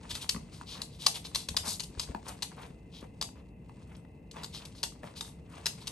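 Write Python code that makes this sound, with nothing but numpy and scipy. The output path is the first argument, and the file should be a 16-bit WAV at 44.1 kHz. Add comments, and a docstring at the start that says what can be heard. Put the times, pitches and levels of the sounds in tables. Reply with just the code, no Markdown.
"""A small puppy tugs a cushion about on a wooden floor, close to a low microphone in a bare room.
Claws click in quick clusters: short noise bursts and damped plank modes, two strikes to a pawfall.
Skidding paws, dragged cloth and rustling fur are coloured noise; pads and dropped weight knock the boards.
The walls answer with brief decaying noise tails, over a low ventilation rumble with faint tones."""
import sys
import numpy as np
from scipy import signal
from scipy.fft import rfft, irfft, next_fast_len
from scipy.io import wavfile
from scipy.ndimage import map_coordinates

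SR = 44100
rng = np.random.default_rng(int(sys.argv[2]) if len(sys.argv) > 2 else 0)


def unload_audio(sound):
    """Save the sound as a 16-bit wav file, at the path given as the first command line argument."""
    columns = np.transpose(np.atleast_2d(sound))
    # keep every value between -1 and 1, then stretch to whole-number steps
    steps = np.round(np.clip(columns, -1, 1) * 32767)
    wavfile.write(sys.argv[1], SR, steps.astype(np.int16))


N = 260631  # length in samples

# Levels in spectra and mode tables are relative; t60/s is the time to fall 60 dB.
# ventilation rumble, lifted by the room's low modes: f/Hz, level/dB
RUMBLE_SPECTRUM = [(22, -30.5), (40, -9), (55, -1), (68, 1.5), (79, -4.5), (98, -2.5), (125, -4),
                   (172, -0.5), (205, -7), (290, -10), (340, -15.5), (470, -18), (700, -43), (1300, -100)]
# faint air noise above the rumble: f/Hz, level/dB
AIR_SPECTRUM = [(250, -25.5), (480, 5.5), (900, 1.5), (1400, -18), (1850, -13), (2060, -4.5), (2250, -19.5),
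                (2650, -0.5), (3200, -27), (5000, -39), (9000, -31), (12000, -27)]
# fan tones: f/Hz, rms level/dB ahead of the microphone ports
FAN_TONES = [(450, -69.5), (2050, -80.5)]
# bouts of tugging: start t/s, end t/s, rustle level/dB before its two colours are trimmed
TUGGING_BOUTS = [(0, 0.295, -55.5), (.5, .98, -68), (1.1, 2.532, -60), (4.318, 5.282, -66.5),
                 (5.49, 5.918, -59)]
# crisp hiss of fur and cover: f/Hz, level/dB
HISS_SPECTRUM = [(900, -40.5), (2300, -2), (3300, -2.5), (4400, -2), (5600, -7.5), (7000, -7.5), (9000, -5),
                 (11300, -19.5), (13000, -58.5)]
# dull rubbing of cloth: f/Hz, level/dB
RUB_SPECTRUM = [(250, -6.5), (600, -4.5), (780, -2.5), (960, 2.5), (1300, -5), (1700, -8.5), (2200, -9.5),
                (3200, -13.5), (7000, -46)]
# a tapped floorboard: f/Hz, level/dB, t60/s
BOARD_MODES = [(650, -14.5, 0.015), (928, -1.5, 0.025), (1054, 2, .015), (1186, -1.5, 0.014),
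               (1436, -6.5, 0.019), (1708, -2.5, 0.014), (1977, -10, 0.034), (2580, -1.5, 0.0051)]
# noise of a claw's body: f/Hz, level/dB
CLAW_BODY_SPECTRUM = [(1200, -28.5), (2400, -11.5), (3200, -3), (4600, -0.5), (5500, -5.5), (6500, -7.5),
                      (7800, -22.5), (12000, -48.5)]
# a paw skids on its claws: middle t/s, length scale/s, level/dB, scrape f/Hz, fizz relative level/dB
SKID_STROKES = [(0.113, 0.027, -41, 3700, -7.5), (0.163, 0.037, -44, 3600, -3),
                (0.229, .032, -44.5, 3700, -4), (0.562, 0.068, -59, 4400, -5),
                (0.723, 0.079, -45.5, 3860, -11), (0.949, .05, -61, 3870, -6),
                (1.045, 0.072, -44, 3720, -7), (1.161, 0.029, -40, 3380, -4.5),
                (1.26, 0.024, -42.5, 3950, -7), (1.397, 0.076, -47.5, 4110, -4),
                (1.677, 0.039, -42, 4560, 0), (1.717, 0.064, -42, 4400, 2), (1.84, 0.012, -43, 4600, -1.5),
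                (2.028, .038, -47, 4370, -7), (2.29, 0.017, -47, 4580, 0.5), (2.971, 0.066, -54, 3410, -13),
                (4.565, 0.053, -45.5, 3640, -9.5), (4.785, 0.054, -57, 4300, -6.5),
                (5.181, 0.033, -47.5, 4000, -7), (5.271, 0.064, -59.5, 3770, 1),
                (5.825, 0.038, -55, 3750, -7)]
# a claw dragged on wood: f/Hz, level/dB
SCRAPE_SPECTRUM = [(900, -35.5), (2200, -3.5), (3000, 1.5), (4600, 2), (6500, -3), (9000, -16)]
# fur and cloth on varnish: f/Hz, level/dB
FIZZ_SPECTRUM = [(3000, -23.5), (5500, -3.5), (6600, -4), (9000, -1), (11300, -1.5), (13000, -27.5)]
# a paw sets down two claws: t/s, level/dB before each part's trim, ring f/Hz,
# board knock relative level/dB, second claw's lag/s, second claw's relative level/dB
PAWFALL_EVENTS = [(0.1103, -38, 3950, -9, .004, -2), (0.1523, -34, 3680, -11.5, .004, -18),
                  (0.2922, -20.5, 4310, -22, 0.0026, -8.5), (0.8175, -31, 4260, -18, 0.0015, -18),
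                  (1.0643, -16.5, 4720, -11.5, 0.0028, -2), (1.3481, -26, 4030, -16, .0088, 2.5),
                  (1.4868, -28.5, 4200, -17, 0.0017, -14), (1.5667, -23.5, 4874, -14.5, .004, -1.5),
                  (1.7969, -34, 4240, -18.5, .0067, 3.5), (1.996, -28, 4930, -17.5, 0.0035, -8),
                  (2.423, -29, 4130, -14, 0.0061, -2), (3.2132, -29, 4610, -10.5, 0.011, -1),
                  (4.3124, -45.5, 4120, -24, 0.002, -7.5), (4.4339, -37.5, 4420, -11, 0.01, 1.5),
                  (4.652, -42, 4470, -32, .003, -1), (4.831, -26, 4440, -15.5, 0.0047, 0),
                  (5.2088, -32.5, 3680, -12, 0.0032, -17.5), (5.6582, -26, 5080, -13.5, 0.0075, 1.5),
                  (5.871, -32.5, 4300, -20, .0053, 1)]
# the hard floor surface under a claw: f/Hz, level/dB, t60/s
PLANK_MODES = [(2897, -7, 0.039), (3307, -7.5, 0.0088), (3757, -1, 0.026), (4830, -1.5, 0.011),
               (5260, -8, 0.003), (6300, -9.5, 0.04), (6520, -2.5, 0.013), (7480, -10.5, 0.01)]
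# noise of a claw's sharp tip: f/Hz, level/dB
CLAW_TIP_SPECTRUM = [(4000, -30.5), (6200, -9.5), (7600, 3.5), (9300, 0.5), (11200, 3), (12500, -18.5),
                     (15000, -15)]
# the paw's weight behind a claw: f/Hz, level/dB
PAW_WEIGHT_SPECTRUM = [(200, -7.5), (450, -1.5), (750, -3), (1500, -3), (3000, -23.5)]
# puppy or cushion drops its weight: t/s, air push level/dB before trim, floor boom level/dB
THUD_EVENTS = [(0.132, -41, -63), (0.3464, -45, -42), (0.362, -51, -41.5), (1.488, -44, -48),
               (1.51, -37, -50), (1.544, -40, -59.5), (1.895, -53, -49.5), (1.974, -37.5, -48.5),
               (2.094, -37, -44.5), (2.699, -59.5, -48.5), (3.025, -54, -45.5)]
# the floor bending under a weight: f/Hz, width/Hz, level/dB
JOIST_RESONANCES = [(160, 55, 0.5), (226, 57, 2.5), (405, 590, -14)]
# a soft pad taps a board: t/s, level/dB before each part's trim, pitch f/Hz
PAD_TAPS = [(0.3463, -41, 1060), (0.362, -41, 1170), (0.6122, -43, 968), (0.754, -52, 1100),
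            (1.488, -46, 537), (1.545, -45, 850), (1.675, -39.5, 880), (2.088, -51.5, 600),
            (2.1182, -52, 580), (2.148, -36.5, 917), (3.027, -53.5, 513), (3.289, -54.5, 860),
            (3.695, -55, 877), (4.0496, -59, 892), (4.361, -48.5, 870), (5.0329, -44, 674),
            (5.041, -43.5, 620), (5.581, -52, 720)]
# the cushion drags over the boards: middle t/s, length scale/s, level/dB
DRAG_STROKES = [(0.787, 0.066, -51), (1.664, 0.048, -47), (2.295, 0.064, -49), (2.623, .085, -50),
                (3.034, 0.046, -58), (3.384, 0.045, -61), (3.932, 0.098, -62.5), (4.399, 0.088, -51.5),
                (4.636, 0.06, -56.5), (5.074, 0.066, -54), (5.562, 0.13, -57)]
# how long the walls ring: f/Hz, t60/s
WALL_DECAY = [(150, 1), (1000, 0.087), (4000, 0.26), (11000, 0.21)]
# colour of the walls' answer: f/Hz, level/dB
WALL_COLOUR = [(150, -7), (1000, -3), (2500, -2), (4500, -7.5), (8500, 4), (12000, 4)]
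# the puppy moves to the left and back: t/s, left minus right level/dB
PUPPY_POSITION = [(1.45, 1), (1.602, 2.5), (4.8, 1), (5.2, 1.5)]
# how far the left microphone port leads: f/Hz, phase/radians
PORT_PHASE_LEAD = [(600, 0), (700, -1.9), (1100, -.9), (1400, -.9), (1700, 0), (2200, .1), (2900, 1.5),
                   (4200, .9), (5500, .9), (6400, .1), (7500, 1), (8500, .2), (10250, -3.14), (12000, -6.3)]
# left port against right: f/Hz, left minus right level/dB
PORT_LEVEL_TILT = [(60, 0.3), (150, 0.5), (450, 4.5), (800, 2.5), (1400, 0.5), (3600, 1.5), (4600, 4.5),
                   (7000, 5.5), (8200, -0.5), (12000, -0.5)]

STIR_S, SETTLE_S, REST_DB = 0.034, 0.16, -76.5  # rustle: rise, decay constant, level at rest before trim
TOP_HZ = 12500  # next to nothing is heard above this


def amp(db):
    """Decibels to gain."""
    return 10 ** (np.asarray(db) / 20)


def unit(x):
    """Bring x to rms 1."""
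    return x / np.sqrt(np.mean(x ** 2) + 1e-20)


def along(points, hz):
    """Read (f/Hz, value) points on a log frequency axis."""
    f, value = np.transpose(points)
    return np.interp(np.log(hz + 1), np.log(f), value)


def filtered(x, response):
    """Multiply the spectrum of x by a complex response of frequency."""
    n = x.shape[-1]
    padded = next_fast_len(n + 8192)
    hz = np.fft.rfftfreq(padded, 1 / SR)
    return irfft(rfft(x, padded) * response(hz), padded)[..., :n]


def coloured(x, spectrum):
    """Shape x by (f/Hz, level/dB) points."""
    return filtered(x, lambda hz: amp(along(spectrum, hz)))


def resonate(x, modes):
    """Pass x through parallel (f/Hz, width/Hz, level/dB) resonances of alternating sign."""
    def response(f):
        total = 0
        for k, (centre, width, db) in enumerate(modes):
            damping = 1j * f * width
            total = total + (-1) ** k * amp(db) * damping / (centre ** 2 - f ** 2 + damping)
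        return total
    return filtered(x, response)


def wobble(rate):
    """A smooth random curve with rate knots a second."""
    knots = rng.standard_normal(int(N * rate / SR) + 4)
    return map_coordinates(knots, [np.arange(N) * rate / SR])


def add(track, s, sound):
    """Mix a sound into the track at s seconds."""
    start = max(round(s * SR), 0)
    track[start:start + len(sound)] += sound[:max(N - start, 0)]


def sized(x, db, span):
    """Give x the energy of a sound at that level lasting span seconds."""
    return x * amp(db) * np.sqrt(span * SR / np.sum(x ** 2))


def burst(rise, t60):
    """The rough force of one contact: noise that builds up and dies away."""
    t = np.arange(SR // 6) / SR
    return rng.standard_normal(len(t)) * (1 - np.exp(-t / rise)) * amp(-60 * t / t60)


def ringing(modes, rise, scatter_db):
    """Damped (f/Hz, level/dB, t60/s) modes with random phases and scattered strengths."""
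    t = np.arange(SR // 6) / SR
    hz, db, t60 = np.transpose(modes)[:, :, None]
    db = db + scatter_db * rng.standard_normal(hz.shape)
    phase = 2 * np.pi * rng.random(hz.shape)
    tones = amp(db - 60 * t / t60) * np.sin(2 * np.pi * hz * t + phase)
    return tones.sum(0) * (1 - np.exp(-t / rise))


def friction(spectrum, density, grain_db, flutter_db):
    """Tiny catches (density a second) of claw and fibre on a smooth hiss; the pressure flutters."""
    catches = (rng.random(N) < density / SR) * rng.standard_normal(N)
    force = rng.standard_normal(N) + amp(grain_db) * unit(catches)
    return unit(coloured(force, spectrum) * amp(flutter_db * wobble(90)))


def stroke(middle, length, rise=0.64, fall=0.59):
    """The samples of one sliding stroke and its pressure there: it grips, runs and lifts."""
    travel = (np.arange(N) / SR - middle) / length
    near = abs(travel) < 2
    travel = travel[near]
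    fade = np.where(travel < 0, (travel / rise) ** 4, (travel / fall) ** 2)
    return near, np.exp(-fade)


def boom():
    """The floor bends under a soft blow: a noise burst through the joist resonances."""
    blow = burst(rise=0.00091, t60=0.027)
    return coloured(resonate(blow, JOIST_RESONANCES), [(450, 7), (1500, -40)])


def ventilation(rumble_db=-50.0, air_db=-65, rumble_side_db=-19, air_side_db=-5):
    """A steady rumble, nearly alike at both ports, with faint air noise and phase-wandering tones."""
    def bed(spectrum, side_db):
        mid, side = coloured(rng.standard_normal((2, N)), spectrum)
        return unit(mid + amp(side_db) * np.array([side, -side]))

    t = np.arange(N) / SR
    rumble = amp(rumble_db) * bed(RUMBLE_SPECTRUM, rumble_side_db)
    air = amp(air_db) * bed(AIR_SPECTRUM, air_side_db)
    hum = np.zeros(N)
    for hz, db in FAN_TONES:
        hum += np.sqrt(2) * amp(db) * np.sin(2 * np.pi * hz * t + 0.63 * wobble(8.1))
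    return rumble + air + hum


def rustle(crisp_db=-5.0, dull_db=-4.5, restless_db=3):
    """Fur and cushion cover rub through each bout of tugging, then settle without quite keeping still."""
    t = np.arange(N) / SR
    level = np.full(N, amp(REST_DB))
    for start, end, db in TUGGING_BOUTS:
        stir = np.clip((t - start) / STIR_S, 0, 1)
        settle = np.exp(-np.maximum(t - end, 0) / SETTLE_S)
        level += amp(db) * stir * settle
    crisp = amp(crisp_db) * friction(HISS_SPECTRUM, density=370, grain_db=-4, flutter_db=3.5)
    dull = amp(dull_db) * friction(RUB_SPECTRUM, density=110, grain_db=-4.5, flutter_db=4.0)
    return level * (crisp + dull) * amp(restless_db * wobble(11))


def ticks(rate=14, size_db=-60, spread_db=2.0, crisp_db=-5):
    """In each bout claws and seams touch the boards lightly at random moments, rate a second."""
    out = np.zeros(N)
    for start, end, _ in TUGGING_BOUTS:
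        count = max(round(rate * (end - start)), 0)
        for s in rng.uniform(start, end, count):
            db = size_db + spread_db * rng.standard_normal()
            wood = ringing(BOARD_MODES, rise=.0005, scatter_db=4.5)
            crisp = coloured(burst(rise=.0003, t60=.012), CLAW_BODY_SPECTRUM)
            add(out, s, sized(wood, db, span=.006))
            add(out, s, sized(crisp, db + crisp_db, span=.006))
    return out


def skids(scrape_db=0, fizz_db=0, rub_db=-13, scrape_width_hz=1700):
    """A skidding paw scrapes at its own pitch, fizzes on the varnish and faintly rubs the board."""
    grit = friction(SCRAPE_SPECTRUM, density=890, grain_db=-1.5, flutter_db=0.0)
    fizz = friction(FIZZ_SPECTRUM, density=4300, grain_db=0, flutter_db=1.5)
    rub = friction(RUB_SPECTRUM, density=330, grain_db=3.5, flutter_db=-1.0)
    out = np.zeros(N)
    for s, length, db, hz, fizziness in SKID_STROKES:
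        near, pressure = stroke(s, length)
        scrape = resonate(grit[near], [(hz, scrape_width_hz, 0)])
        parts = (scrape, scrape_db), (fizz[near], fizziness + fizz_db), (rub[near], rub_db)
        for part, level in parts:
            out[near] += pressure * amp(db + level) * unit(part)
    return out


def claws(ring_db=-7, plank_db=-8.0, body_db=-3, tip_db=-8, knock_db=0.0, onset_db=-19, weight_db=-7):
    """Each claw strikes: ring, sharp tip, body, plank ring, board knock and paw weight."""
    strikes = []
    for s, db, hz, knock, lag, second_db in PAWFALL_EVENTS:
        strikes += [(s, db, hz, knock), (s + lag, db + second_db, hz, knock)]
    out = np.zeros(N)
    for s, db, hz, knock in strikes:
        ring = ringing([(hz, 0, .011)], rise=.0008, scatter_db=0)
        # the plank's pitch differs from strike to strike
        spot = np.array([np.exp(0.04 * rng.standard_normal()), 1, 1])
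        plank = ringing(PLANK_MODES * spot, rise=0.00009, scatter_db=-1.0)
        body = coloured(burst(rise=0.00034, t60=0.035), CLAW_BODY_SPECTRUM)
        tip = coloured(burst(rise=0.00061, t60=0.031), CLAW_TIP_SPECTRUM)
        for part, level in (ring, ring_db), (plank, plank_db), (body, body_db), (tip, tip_db):
            add(out, s, sized(part, db + level, span=0.0036))
        # a soft noise onset leads into the click
        onset = coloured(burst(rise=.002, t60=0.0077), CLAW_BODY_SPECTRUM)
        add(out, s - .0018, sized(onset, db + onset_db, span=0.0016))
        wood = ringing(BOARD_MODES, rise=0.00038, scatter_db=-4.5)
        # slow bending waves arrive later
        add(out, s + 0.00062, sized(wood, db + knock + knock_db, span=0.0047))
        weight = coloured(burst(rise=.0008, t60=.025), PAW_WEIGHT_SPECTRUM)
        add(out, s + .001, sized(weight, db + knock + weight_db, span=.006))
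    return out


def thuds(push_db=-1, push_hz=60, boom_db=0):
    """A dropping weight pushes the air in a damped low tone and bends the floor."""
    out = np.zeros(N)
    for s, push_level, boom_level in THUD_EVENTS:
        push = ringing([(push_hz, 0, .06)], rise=0.0037, scatter_db=0)
        add(out, s, sized(push, push_level + push_db, span=0.019))
        add(out, s, sized(boom(), boom_level + boom_db, span=0.02))
    return out


def pads(tap_db=-1.5, wood_db=-6, contact_db=-11, boom_db=-10):
    """Soft landings: a dull tap pitched by the spot that is hit, with the floor's boom."""
    out = np.zeros(N)
    for s, db, hz in PAD_TAPS:
        note = ringing([(hz, 0, .014)], rise=0.00069, scatter_db=0)
        wood = ringing(BOARD_MODES, rise=0.00079, scatter_db=5.5)
        contact = coloured(burst(rise=0.00019, t60=.015), [(2800, 0), (6000, -16.5)])
        for part, level in (note, tap_db), (wood, wood_db), (contact, contact_db):
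            add(out, s, sized(part, db + level, span=0.0088))
        add(out, s, sized(boom(), db + boom_db, span=0.052))
    return out


def drags(rub_db=0.0, scratch_db=-7, fizz_db=-11, scratch_hz=2850, scratch_width_hz=1700):
    """Cloth rubs the boards dully, its weave scratching and fizzing a little; every drag has one colour."""
    rub = friction(RUB_SPECTRUM, density=370, grain_db=-0.5, flutter_db=2.0)
    weave = friction(SCRAPE_SPECTRUM, density=250, grain_db=-15.5, flutter_db=8.5)
    scratch = unit(resonate(weave, [(scratch_hz, scratch_width_hz, 0)]))
    fizz = friction(FIZZ_SPECTRUM, density=1800, grain_db=2, flutter_db=6.5)
    cloth = amp(rub_db) * rub + amp(scratch_db) * scratch + amp(fizz_db) * fizz
    out = np.zeros(N)
    for s, length, db in DRAG_STROKES:
        near, pressure = stroke(s, length)
        out[near] += amp(db) * pressure * cloth[near]
    return out


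def room(x, build=0.0092, apart_db=-4, ceiling_s=0.017, ceiling_db=3, step=.4):
    """The walls' answer builds up, swells as the ceiling replies, and dies; its tail changes every step s."""
    out, time = np.zeros((2, N)), np.arange(N) / SR
    # long waves reach both ports alike
    side_colour = [(120, -23.0), (700, 13.5), (3000, 3.5), (7000, 3), (8500, -8.5)]
    for centre in np.arange(0, N / SR + step, step):
        hz, t, cells = signal.stft(rng.standard_normal((2, SR // 2)), SR, nperseg=256)
        decay = amp(-60 * t / along(WALL_DECAY, hz)[:, None])
        tails = signal.istft(cells * decay, SR, nperseg=256)[1]
        age = np.arange(tails.shape[1]) / SR
        swell = amp(ceiling_db * np.exp(-((age - ceiling_s) / 0.0015) ** 2))
        mid, side = tails * swell * (1 - np.exp(-(age / build) ** 2))
        side = coloured(side, side_colour)
        pair = mid + amp(apart_db) * np.array([side, -side])
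        pair = pair / np.linalg.norm(pair[0])
        # neighbouring tails crossfade
        part = x * np.maximum(1 - abs(time - centre) / step, 0)
        out += signal.fftconvolve(part[None], pair, axes=1)[:, :N]
    return coloured(out, WALL_COLOUR)


def ports(x):
    """The microphone's body sets level and phase between its two ports, differently at each frequency."""
    sides = np.array([[.5], [-.5]])

    def response(hz):
        level = amp(sides * along(PORT_LEVEL_TILT, hz))
        return level * np.exp(1j * sides * along(PORT_PHASE_LEAD, hz))
    return filtered(x, response)


def scene(room_db=-4.0):
    """The puppy and its cushion move about close by in the room, over the ventilation."""
    puppy = rustle() + ticks() + skids() + claws() + thuds() + pads() + drags()
    left_right_db = np.interp(np.arange(N) / SR, *np.transpose(PUPPY_POSITION))
    pan = amp(np.array([[.5], [-.5]]) * left_right_db)
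    return ports(pan * puppy + amp(room_db) * room(puppy) + ventilation())


def record(dry, low_cut_hz=38):
    """Deep bass is thinned and the top ends steeply."""
    def response(hz):
        bass = hz ** 2 / np.sqrt(hz ** 4 + low_cut_hz ** 4)
        band = 1 / np.sqrt(1 + (hz / TOP_HZ) ** 80)
        return bass * band
    return filtered(dry, response)


dry = scene()
out = record(dry)
unload_audio(out)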